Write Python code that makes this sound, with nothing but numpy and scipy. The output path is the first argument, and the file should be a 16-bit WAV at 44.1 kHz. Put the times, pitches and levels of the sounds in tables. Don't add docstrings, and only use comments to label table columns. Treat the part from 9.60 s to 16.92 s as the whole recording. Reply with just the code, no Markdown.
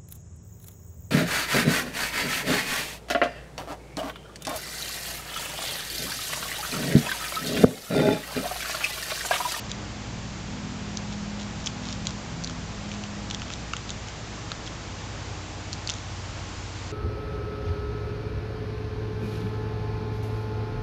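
import sys
import numpy as np
from scipy import signal
from scipy.fft import rfft, irfft, next_fast_len
from scipy.io import wavfile
from scipy.ndimage import uniform_filter1d, map_coordinates

SR = 44100
rng = np.random.default_rng(int(sys.argv[2]) if len(sys.argv) > 2 else 0)


def bounce(signal):
    frames = np.transpose(np.atleast_2d(signal))
    limited = np.clip(frames, -1, 1)
    pcm = np.round(limited * 32767).astype(np.int16)
    wavfile.write(sys.argv[1], SR, pcm)


N = 322747
TIME_S = np.arange(N) / SR


def amp(db):
    return 10 ** (np.asarray(db) / 20)


def unit(x):
    return x / np.sqrt(np.mean(x ** 2) + 1e-20)


def along(points, hz):
    freqs, values = np.transpose(points)
    return np.interp(np.log(hz + 1), np.log(freqs + 1), values)


def fader(points):
    times, levels = np.transpose(points)
    return amp(np.interp(TIME_S, times, levels))


def wobble(rate):
    return map_coordinates(rng.standard_normal(int(N * rate / SR) + 4), [TIME_S * rate])


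def filtered(x, response):
    size = next_fast_len(N + SR // 2)
    return irfft(rfft(x, size) * response(np.fft.rfftfreq(size, 1 / SR)), size)[:N]


def noise(spectrum):
    return unit(filtered(rng.standard_normal(N), lambda hz: amp(along(spectrum, hz))))


def tone(hz, waver):
    phase = 2 * np.pi * (hz * TIME_S + rng.random())
    return unit((1 + waver * wobble(7)) * np.sin(phase) + waver * wobble(7.6) * np.cos(phase))


def ring(hz, wake_s, grit, cycles=9):
    t = np.arange(SR // 20) / SR
    wake = grit * rng.standard_normal(len(t)) * amp(-60 * t / wake_s)
    wake[0] = 1
    turns = hz * t
    mode = np.sin(2 * np.pi * turns) * (1 - np.exp(-turns / 0.72)) ** 2 * amp(-60 * turns / cycles)
    struck = signal.fftconvolve(wake, mode)[:len(t)]
    return struck * np.sqrt(0.004 * SR / np.sum(struck ** 2))


# freq_hz, relative_db
RUMBLE_SPECTRUM = [(12, -30), (25, -6), (40, -0.5), (70, -3.5), (130, 0), (200, -4.5), (275, -5.5),
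                   (310, -4), (350, -7.5), (800, -9.5), (1500, -13.5), (4000, -27)]
# freq_hz, relative_db
HISS_SPECTRUM = [(200, -8.5), (1300, -0.5), (2300, 2), (2900, 1.5), (3400, 1), (4000, -0.5), (4700, .5),
                 (5400, -1), (6100, -1), (7200, -2), (9000, -5)]

def noise_bed():
    rumble = amp(-40.5 + 0.4 * wobble(5)) * noise(RUMBLE_SPECTRUM)
    hiss = amp(-42.5 + 0.25 * wobble(2.7)) * noise(HISS_SPECTRUM)
    return rumble + hiss


# pitch_hz, level_db
HUM_PARTIALS = [(58.7, -45.5), (108.7, -45), (119.8, -56.5), (149, -57), (736, -64.5), (827.5, -59.5)]

def appliance_hum():
    steady = sum(amp(db) * tone(hz, waver=0.093) for hz, db in HUM_PARTIALS)
    return steady + amp(-58.5) * tone(307.8, waver=1.4)


def motor(pitch_hz=91.2, load_start_s=5.1, load_rise_s=0.2, creep_db_per_s=1.55):
    loaded_s = TIME_S - load_start_s
    load = np.clip(loaded_s / load_rise_s, 0, 1)
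    idling = amp(-49.5) * tone(pitch_hz, waver=0.35)
    working = amp(-44 + creep_db_per_s * loaded_s) * tone(pitch_hz, waver=0.12)
    whine = amp(-60) * tone(1070, waver=0.1)
    return (1 - load) * idling + load * (working + whine)


# pitch_hz, relative_db, waver_depth
LOW_PARTIALS = [(166, -0.5, 0), (124.6, -6.5, 0.5), (187.8, -11.5, 0.5)]
# time_s, level_db
LOW_SWELLS = [(0.0, -53), (0.13, -42), (0.44, -60), (0.48, -44.5), (1.62, -42.5), (1.76, -48), (1.84, -71),
              (1.92, -47.5), (2.52, -41), (2.59, -52), (2.78, -38), (3.48, -52), (3.72, -45.5),
              (4.4, -53.5)]
MIDDLE_SWELLS = [(0.0, -43), (0.79, -45), (1.63, -36), (2.0, -42), (2.59, -39.5), (2.76, -53.5),
                 (3.36, -37), (4.25, -53.5), (4.29, -46.5), (5.0, -55)]
HIGH_SWELLS = [(0.0, -57), (0.24, -54), (0.41, -47), (0.81, -54), (0.92, -42), (1.22, -44), (1.29, -53),
               (1.92, -52.5), (2.35, -40.5), (2.42, -54), (2.91, -44), (3.31, -65), (3.81, -52), (4.2, -58)]

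def drone(fade_start_s=4.9, fade_db_per_s=1.5):
    low = sum(amp(db) * tone(hz, waver) for hz, db, waver in LOW_PARTIALS)
    high = tone(248, waver=0.12) + amp(-18.5) * tone(311, waver=0.71)
    middle = amp(-0.5) * tone(205.2, waver=0.12)
    fade = amp(-fade_db_per_s * np.maximum(TIME_S - fade_start_s, 0))
    return fade * (fader(LOW_SWELLS) * low + fader(MIDDLE_SWELLS) * middle + fader(HIGH_SWELLS) * high)


# start_s, length_s, level_db
CHEW_PATCHES = [(0.096, 0.018, -44), (1.518, 0.023, -40.5), (1.792, 0.042, -41.5), (1.998, .02, -45),
                (2.23, 0.11, -44), (2.451, 0.014, -40), (3.309, 0.04, -47), (3.92, .02, -43),
                (4.459, .06, -48), (5.054, 0.019, -41.5), (6.351, .035, -46)]

def soft_chews(cells_per_s=450):
    out = np.zeros(N + SR)
    cell = ring(3970, wake_s=0.0037, grit=0.13) + amp(-1) * ring(6000, wake_s=0.004, grit=0.1)
    for start_s, length_s, db in CHEW_PATCHES:
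        moments, sizes = rng.random((2, 64))
        count = int(np.clip(length_s * cells_per_s, 1, len(moments)))
        for moment, size in zip(moments[:count], sizes[:count]):
            out[round((start_s + moment * length_s) * SR):][:len(cell)] += amp(db) * size * cell
    return out[:N]


# start_s, pitch_hz, level_db, crisp_relative_db
LEAF_SNAPS = [(0.116, 4000, -28.5, -3.5), (1.3719, 4200, -31, 0), (2.0612, 3900, -41.5, 12.5),
              (2.0672, 3720, -41.5, 10.5), (2.0716, 3360, -24.5, -13), (2.075, 3410, -38, 5),
              (2.254, 4170, -38, -4), (2.2875, 4330, -35.5, -7), (2.327, 4430, -35.5, -4),
              (2.47, 4050, -25.5, -2.5), (2.507, 4100, -39.5, 0), (2.8387, 4400, -40, 6),
              (2.8454, 4520, -32, 1.5), (2.874, 4190, -35, -6), (2.8967, 3370, -39, -1),
              (3.3162, 2820, -35, -10), (3.4378, 2840, -35.5, -5), (3.7014, 4530, -36, -1),
              (3.7104, 3350, -28.5, -4), (3.7467, 3540, -29.5, -4.5), (3.8187, 2780, -33.5, -7),
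              (3.903, 3000, -35.5, -7), (3.9368, 3970, -34, -4), (4.1346, 2710, -28, -8),
              (4.1666, 3060, -32.5, -1.5), (4.2935, 3770, -34, -6), (4.3044, 3600, -34, 2),
              (4.4858, 3210, -41.5, 1), (4.9179, 3940, -29.5, -10), (5.0758, 3550, -36.5, -6),
              (6.13, 4500, -30, -9), (6.1359, 4570, -42, 1), (6.2743, 4400, -29, -4),
              (6.292, 3540, -28.5, -11), (6.2976, 3580, -31, 2), (6.299, 3430, -33, 0),
              (6.3034, 3550, -29.5, -4), (6.3175, 3710, -46.5, 11), (6.338, 3650, -39, 3)]

def leaf_snaps(jaw_hz, crisp_hz=6200, wake_s=0.011):
    out = np.zeros(N + SR)
    for start_s, pitch_hz, db, crisp_db in LEAF_SNAPS:
        jaw_detune, crisp_detune = np.exp(0.052 * rng.standard_normal(2))
        jaw = amp(-16.5) * ring(jaw_hz * jaw_detune, wake_s, grit=0.05, cycles=8)
        leaf = ring(pitch_hz, wake_s, grit=0.13, cycles=8.6)
        overtone = amp(-9.5) * ring(1.5 * pitch_hz, wake_s, grit=0.23, cycles=7)
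        crisp = amp(crisp_db) * ring(crisp_hz * crisp_detune, wake_s, grit=0.28, cycles=7.5)
        out[round(start_s * SR):][:len(leaf)] += amp(db) * (jaw + leaf + overtone + crisp)
    return out[:N]


def crackle(cells_per_s=110, level_db=-51.5):
    onsets = np.zeros(N)
    onsets[(np.array(LEAF_SNAPS)[:, 0] * SR).astype(int)] = 1
    strain = np.minimum(uniform_filter1d(onsets, size=2200) * 2200, 2)
    bursts = (rng.random(N) < strain * cells_per_s / SR) * rng.standard_normal(N)
    cell = ring(3440, wake_s=0.0069, grit=0.1) + ring(5770, wake_s=0.006, grit=0.11)
    return amp(level_db) * signal.fftconvolve(bursts, cell)[:N]


# start_s, level_db
TOOTH_KNOCKS = [(2.8967, -39), (3.8187, -38), (3.9033, -39), (4.1354, -26.5), (4.9172, -33.5),
                (6.2974, -41)]

def tooth_knocks(jaw_hz, skull_hz=710, wake_s=0.018):
    out = np.zeros(N + SR)
    for start_s, db in TOOTH_KNOCKS:
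        jaw = ring(jaw_hz, wake_s, grit=0.054, cycles=19)
        skull = amp(-13) * ring(skull_hz, wake_s, grit=0.03, cycles=12)
        out[round(start_s * SR):][:len(jaw)] += amp(db) * (jaw + skull)
    return out[:N]


# freq_hz, t60_s
ROOM_DECAY = [(200, 0.2), (2000, 0.048), (8000, 0.13)]

def room_reverb(x):
    hz, t, spectrum = signal.stft(rng.standard_normal(SR // 3), SR, nperseg=256)
    decay = amp(-60 * t / along(ROOM_DECAY, hz)[:, None])
    tail = signal.istft(spectrum * decay, SR, nperseg=256)[1]
    return signal.fftconvolve(x, np.pad(tail / np.linalg.norm(tail), (130, 0)))[:N]


def scene():
    jaw_hz = 1330
    chewing = leaf_snaps(jaw_hz) + tooth_knocks(jaw_hz) + soft_chews() + crackle()
    bed = noise_bed()
    reverb = amp(-13.5) * room_reverb(chewing)
    return (chewing + reverb + bed + drone() + appliance_hum() + motor())[None]


# freq_hz, gain_db
TREBLE_ROLLOFF = [(7200, 0.5), (7650, -3), (8000, -16.5), (8450, -12.5), (8850, -25.5), (9150, -49)]
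BAND_LIMIT_HZ = 9200

def record(dry):
    return filtered(dry[0], lambda hz: amp(along(TREBLE_ROLLOFF, hz)) * (hz < BAND_LIMIT_HZ))[None]


dry = scene()
out = record(dry)
bounce(out)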